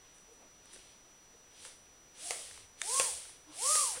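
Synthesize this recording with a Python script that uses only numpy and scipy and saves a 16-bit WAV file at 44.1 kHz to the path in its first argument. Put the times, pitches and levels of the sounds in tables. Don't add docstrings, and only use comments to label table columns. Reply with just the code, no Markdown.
import sys
import numpy as np
from scipy import signal
from scipy.fft import rfft, irfft
from scipy.io import wavfile
from scipy.ndimage import uniform_filter1d

SR = 44100
rng = np.random.default_rng(int(sys.argv[2]) if len(sys.argv) > 2 else 0)


def dump_mix(stems):
    frames = np.atleast_2d(stems).T
    limited = np.clip(frames, -1, 1)
    pcm = np.round(limited * 32767).astype(np.int16)
    wavfile.write(sys.argv[1], SR, pcm)


N = 176400
TIME_S = np.arange(N) / SR


def amp(db):
    return 10 ** (np.asarray(db) / 20)


def unit(x):
    return x / np.sqrt(np.mean(x ** 2) + 1e-20)


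def read(points, hz):
    f, value = np.transpose(points)
    return np.interp(np.log(hz + 1), np.log(f), value)


def add(mix, start_s, sound):
    part = mix[round(start_s * SR):][:len(sound)]
    part += sound[:len(part)]


def bins_hz(size=N):
    return np.fft.rfftfreq(size, 1 / SR)


def noise(gain):
    return unit(irfft(gain * np.exp(2j * np.pi * rng.random(N // 2 + 1)), N))


def drift(width_hz):
    return noise(np.exp(-(bins_hz() / width_hz) ** 2))


def swell(centre_s, sigma_s):
    return np.exp(-.5 * ((TIME_S - centre_s) / sigma_s) ** 2)


def colour(x, db):
    gain = unit(amp(db))
    phase = -signal.hilbert(np.log(np.r_[gain, gain[-2:0:-1]])).imag[:len(gain)]
    return irfft(rfft(x) * gain * np.exp(1j * phase), len(x))


# (frequency [Hz], relative level [dB])
ROOM_TONE_SPECTRUM = [(20, 13.5), (60, 9.5), (150, 5.5), (450, 6.5), (1000, 3), (2000, 0), (5000, -5),
                      (9500, -5), (11000, -9.5), (12000, -1.5), (13500, 1), (15800, -1)]


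def background(tone_db=-60.5, whine_hz=5881, whine_db=-63.5):
    tone = noise(amp(read(ROOM_TONE_SPECTRUM, bins_hz())))
    whine = unit(np.sin(2 * np.pi * whine_hz * TIME_S))
    return amp(tone_db) * tone + amp(whine_db) * whine


# (time [s], sigma [s], centre [Hz], width [Hz], level [dB])
RUB_SWELLS = [(0.076, 0.076, 2500, 2500, -69.5), (.16, 0.014, 9100, 2200, -64.5),
              (.205, .015, 9200, 2200, -68), (.34, 0.02, 9000, 2500, -70), (0.432, .025, 647, 550, -62),
              (0.74, 0.0089, 9450, 2000, -54.5), (2.59, 0.041, 87.6, 24.94, -63),
              (3.16, .035, 80, 24.94, -67), (3.295, 0.024, 9500, 1660, -55.5),
              (3.517, 0.038, 959, 501, -62.5), (3.968, 0.015, 1430, 1445, -51),
              (3.986, 0.027, 75, 40.1, -69)]


def rubs():
    out = np.zeros(N)
    for time_s, sigma_s, centre_hz, width_hz, db in RUB_SWELLS:
        band = np.exp(-((bins_hz() - centre_hz) / width_hz) ** 2)
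        out += amp(db) * swell(time_s, sigma_s) * noise(band)
    return out


# (time [s], level [dB], tilt [dB/octave])
TICK_EVENTS = [(.184, -49, 8), (0.657, -47.5, 7), (0.7313, -44, 9.5), (.7352, -43, 4), (2.512, -41, 2.5),
               (2.577, -43.5, -1), (2.8166, -20, 2), (3.253, -42, -3.5), (3.295, -47, -16)]
# (frequency [Hz], relative level [dB])
TICK_SPECTRUM = [(100, -45), (250, -31), (500, 6), (1100, 9.5), (1800, 17.5), (3000, 4.5), (5000, 2.5),
                 (7000, 6), (9500, 5), (15800, -17)]
# (frequency [Hz], level [dB], t60 [s])
BUTTON_MODES = [(930, -25, .03), (1770, -10.5, 0.017), (3675, -12, 0.025), (9060, -11, 0.016)]


def ticks(rise_s=.00016, decay_s=.00091, pivot_hz=4000, size=2048):
    out, t, f = np.zeros(N), TIME_S[:size], bins_hz(size)
    envelope = np.minimum(t / rise_s, 1) * np.exp(-t / decay_s)
    for time_s, db, tilt_db in TICK_EVENTS:
        spectrum_db = read(TICK_SPECTRUM, f) + tilt_db * np.log2(f / pivot_hz + .1)
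        tick = colour(envelope * rng.choice([-1., 1.], size), spectrum_db)
        for hz, mode_db, t60_s in BUTTON_MODES:
            cut_db = min(tilt_db * np.log2(hz / pivot_hz), 0)
            tick += amp(mode_db + cut_db - 60 * t / t60_s) * np.cos(2 * np.pi * hz * t)
        add(out, time_s, amp(db) * tick)
    return out


# (time [s], sigma [s], pitch [Hz], level [dB])
HUM_SWELLS = [(.295, 0.011, 452, -68), (0.324, 0.0073, 465, -58), (1.35, 0.005, 470, -60),
              (2.36, 0.01, 505, -66), (3.497, 0.017, 304, -58), (3.981, 0.0061, 510, -49.5)]


def hums():
    return sum(amp(db) * swell(time_s, sigma_s) * unit(np.sin(2 * np.pi * hz * TIME_S))
               for time_s, sigma_s, hz, db in HUM_SWELLS)


# (time [s], pitch [Hz])
PULL_CURVES = [
    [(.62, 152.2), (.69, 286.7), (.755, 416), (.82, 316), (.92, 276), (.99, 150)],
    [(1.49, 150), (1.55, 301.3), (1.605, 415), (1.65, 542), (1.695, 428), (1.745, 274), (1.8, 150)],
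    [(2.12, 149.5), (2.185, 464), (2.235, 652), (2.3, 775), (2.36, 655.5), (2.43, 568.3), (2.52, 473.7),
     (2.6, 410.6), (2.69, 151.9)],
    [(2.76, 145.1), (2.8, 450.5), (2.84, 700), (2.9, 939.6), (2.945, 1064), (2.985, 1110), (3.025, 1047),
     (3.072, 909), (3.13, 705), (3.22, 528), (3.32, 358.3), (3.42, 153)],
    [(3.46, 149.5), (3.52, 370), (3.57, 608), (3.61, 840), (3.65, 1073), (3.695, 1200), (3.742, 1267),
     (3.82, 1132), (3.91, 840), (3.955, 662), (4.0, 499)],
]
REFERENCE_HZ = 1067


def spin(inertia_s=.023):
    time_s, hz = np.transpose(sum(PULL_CURVES, []))
    return uniform_filter1d(np.interp(TIME_S, time_s, hz), int(inertia_s * SR))


# (frequency [Hz], relative level [dB])
HISS_SPECTRUM = [(200, -42), (2500, -63.5), (4000, -11), (5500, -3.5), (7000, -2.5), (9000, 3.5),
                 (10300, -1), (12500, -5.5), (15800, -11)]
RUSH_SPECTRUM = [(100, -18), (280, -16), (500, -2.5), (900, -3), (1500, -0.5), (2300, 4.5), (3300, 7.5),
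                 (5500, 4), (9000, -22), (15800, -20)]


def air(pitch_hz, hiss_db=-32, hiss_db_per_oct=19.5, rush_db=-46.5, rush_db_per_oct=10):
    octaves = np.log2(pitch_hz / REFERENCE_HZ)
    hiss = amp(hiss_db + hiss_db_per_oct * octaves) * noise(amp(read(HISS_SPECTRUM, bins_hz())))
    rush = amp(rush_db + rush_db_per_oct * octaves) * noise(amp(read(RUSH_SPECTRUM, bins_hz())))
    flutter_db = .67 * drift(width_hz=250)
    return (hiss + rush) * amp(flutter_db)


# (level [dB], extra breath [0-1], fade after top speed [dB/s])
PULL_VOICING = [(10, 0.9, 38), (2.5, 0.72, 22), (-1.5, 0.98, 2), (-1, 0.15, 34), (-0.5, 0, 13)]


def voicing(slack_lead_s=.035, slack_ramp_s=.06):
    db, breath, slack = np.zeros((3, N))
    for pull, (level_db, share, fade_db_per_s) in zip(PULL_CURVES, PULL_VOICING):
        started = TIME_S >= pull[0][0]
        peak_s = max(pull, key=lambda row: row[1])[0]
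        past_peak_s = TIME_S[started] - peak_s
        db[started] = level_db - fade_db_per_s * np.maximum(past_peak_s, 0)
        breath[started] = share
        slack[started] = np.clip((past_peak_s + slack_lead_s) / slack_ramp_s, 0, 1)
    return db, breath, slack


# (pitch ratio, level [dB], growth [dB/octave], width [Hz], breath [0-1], slack drop [dB])
PARTIALS = [(.485, -49.5, 27, 27.3, 0.44, 9), (1, -42.5, 24.5, 56.3, 0.1, -1),
            (1.46, -65.5, 28, 39.26, .5, 3), (1.96, -60.5, 31, 40, 0.51, 9)]


def whistle(pitch_hz, waver_depth=.0027, waver_hz=40):
    turn = 2 * np.pi * np.cumsum(pitch_hz * (1 + waver_depth * drift(waver_hz))) / SR
    octaves = np.log2(pitch_hz / REFERENCE_HZ)
    pull_db, pull_breath, slack = voicing()
    out = np.zeros(N)
    for ratio, db, db_per_oct, width_hz, breath, drop_db in PARTIALS:
        phase = ratio * turn
        pure = np.sqrt(2) * np.sin(phase)
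        breathy = drift(width_hz) * np.cos(phase) + drift(width_hz) * np.sin(phase)
        share = np.clip(breath + pull_breath, 0, 1)
        tone = ((1 - share) * pure + share * breathy) / np.hypot(1 - share, share)
        out += amp(db + pull_db - drop_db * slack + db_per_oct * octaves) * tone
    return out


# (time [s], level [dB], treble shelf [dB], hollow note [dB])
SLAP_EVENTS = [(.7605, -52, -9, -10), (1.651, -44.5, -8, -4), (2.3074, -28.5, -5, -2),
               (2.9976, -21, -5, -16), (3.7545, -30, -4, -14)]
# (frequency [Hz], relative level [dB])
SLAP_SPECTRUM = [(100, -14), (250, -24.5), (400, -9), (530, 6.5), (750, -3.5), (1100, 2), (1500, -1.5),
                 (2200, 2), (3000, -1), (4000, -6), (6000, -1.5), (9000, -0.5), (15800, -9.5)]


def slaps(crack_s=.0022, rattle_s=.024, rattle_db=-11.5, note_hz=505, note_s=.007, shelf_hz=3000):
    size = 8192
    out, t, f = np.zeros(N), TIME_S[:size], bins_hz(size)
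    envelope = np.exp(-(t / crack_s) ** 4 / 2) + amp(rattle_db) * np.exp(-t / rattle_s)
    note = (np.exp(-t / note_s) - np.exp(-t / crack_s)) * np.sin(2 * np.pi * note_hz * t)
    for time_s, db, treble_db, note_db in SLAP_EVENTS:
        spectrum_db = read(SLAP_SPECTRUM, f) + treble_db * f / (f + shelf_hz)
        crack = colour(envelope * rng.standard_normal(size), spectrum_db)
        add(out, time_s, amp(db) * (crack + amp(note_db) * note))
    return out


# (frequency [Hz], t60 [s])
ROOM_DECAY = [(200, 0.54), (1000, 0.39), (4000, .35), (12000, 0.59)]


def room(x, delay_s=.004):
    hz, t, spectra = signal.stft(rng.standard_normal(SR // 2), SR, nperseg=256)
    decay = amp(-60 * t / read(ROOM_DECAY, hz)[:, None])
    tail = signal.istft(spectra * decay, SR, nperseg=256)[1]
    tail *= np.arange(len(tail)) > delay_s * SR
    return signal.fftconvolve(x, tail / np.linalg.norm(tail))[:N]


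def scene(whirr_send_db=-5, handling_send_db=-11):
    pitch_hz = spin()
    whirr = air(pitch_hz) + whistle(pitch_hz) + slaps()
    handling = ticks() + rubs() + hums()
    echo = room(amp(whirr_send_db) * whirr + amp(handling_send_db) * handling)
    return (whirr + handling + echo + background())[None]


# (frequency [Hz], gain [dB])
MIC_RESPONSE = [(10300, 0), (11200, -7), (11600, -18), (11780, -36), (12000, -20), (12500, -14),
                (15800, -13)]


def record(dry, cutoff_hz=15850):
    mic_gain = amp(read(MIC_RESPONSE, bins_hz(2 * N)))
    coloured = irfft(rfft(dry, 2 * N) * mic_gain)[:, :N]
    lowpass = signal.firwin(511, cutoff_hz, window=("kaiser", 9), fs=SR)
    return signal.oaconvolve(coloured, lowpass[None], "same")


dry = scene()
out = record(dry)
dump_mix(out)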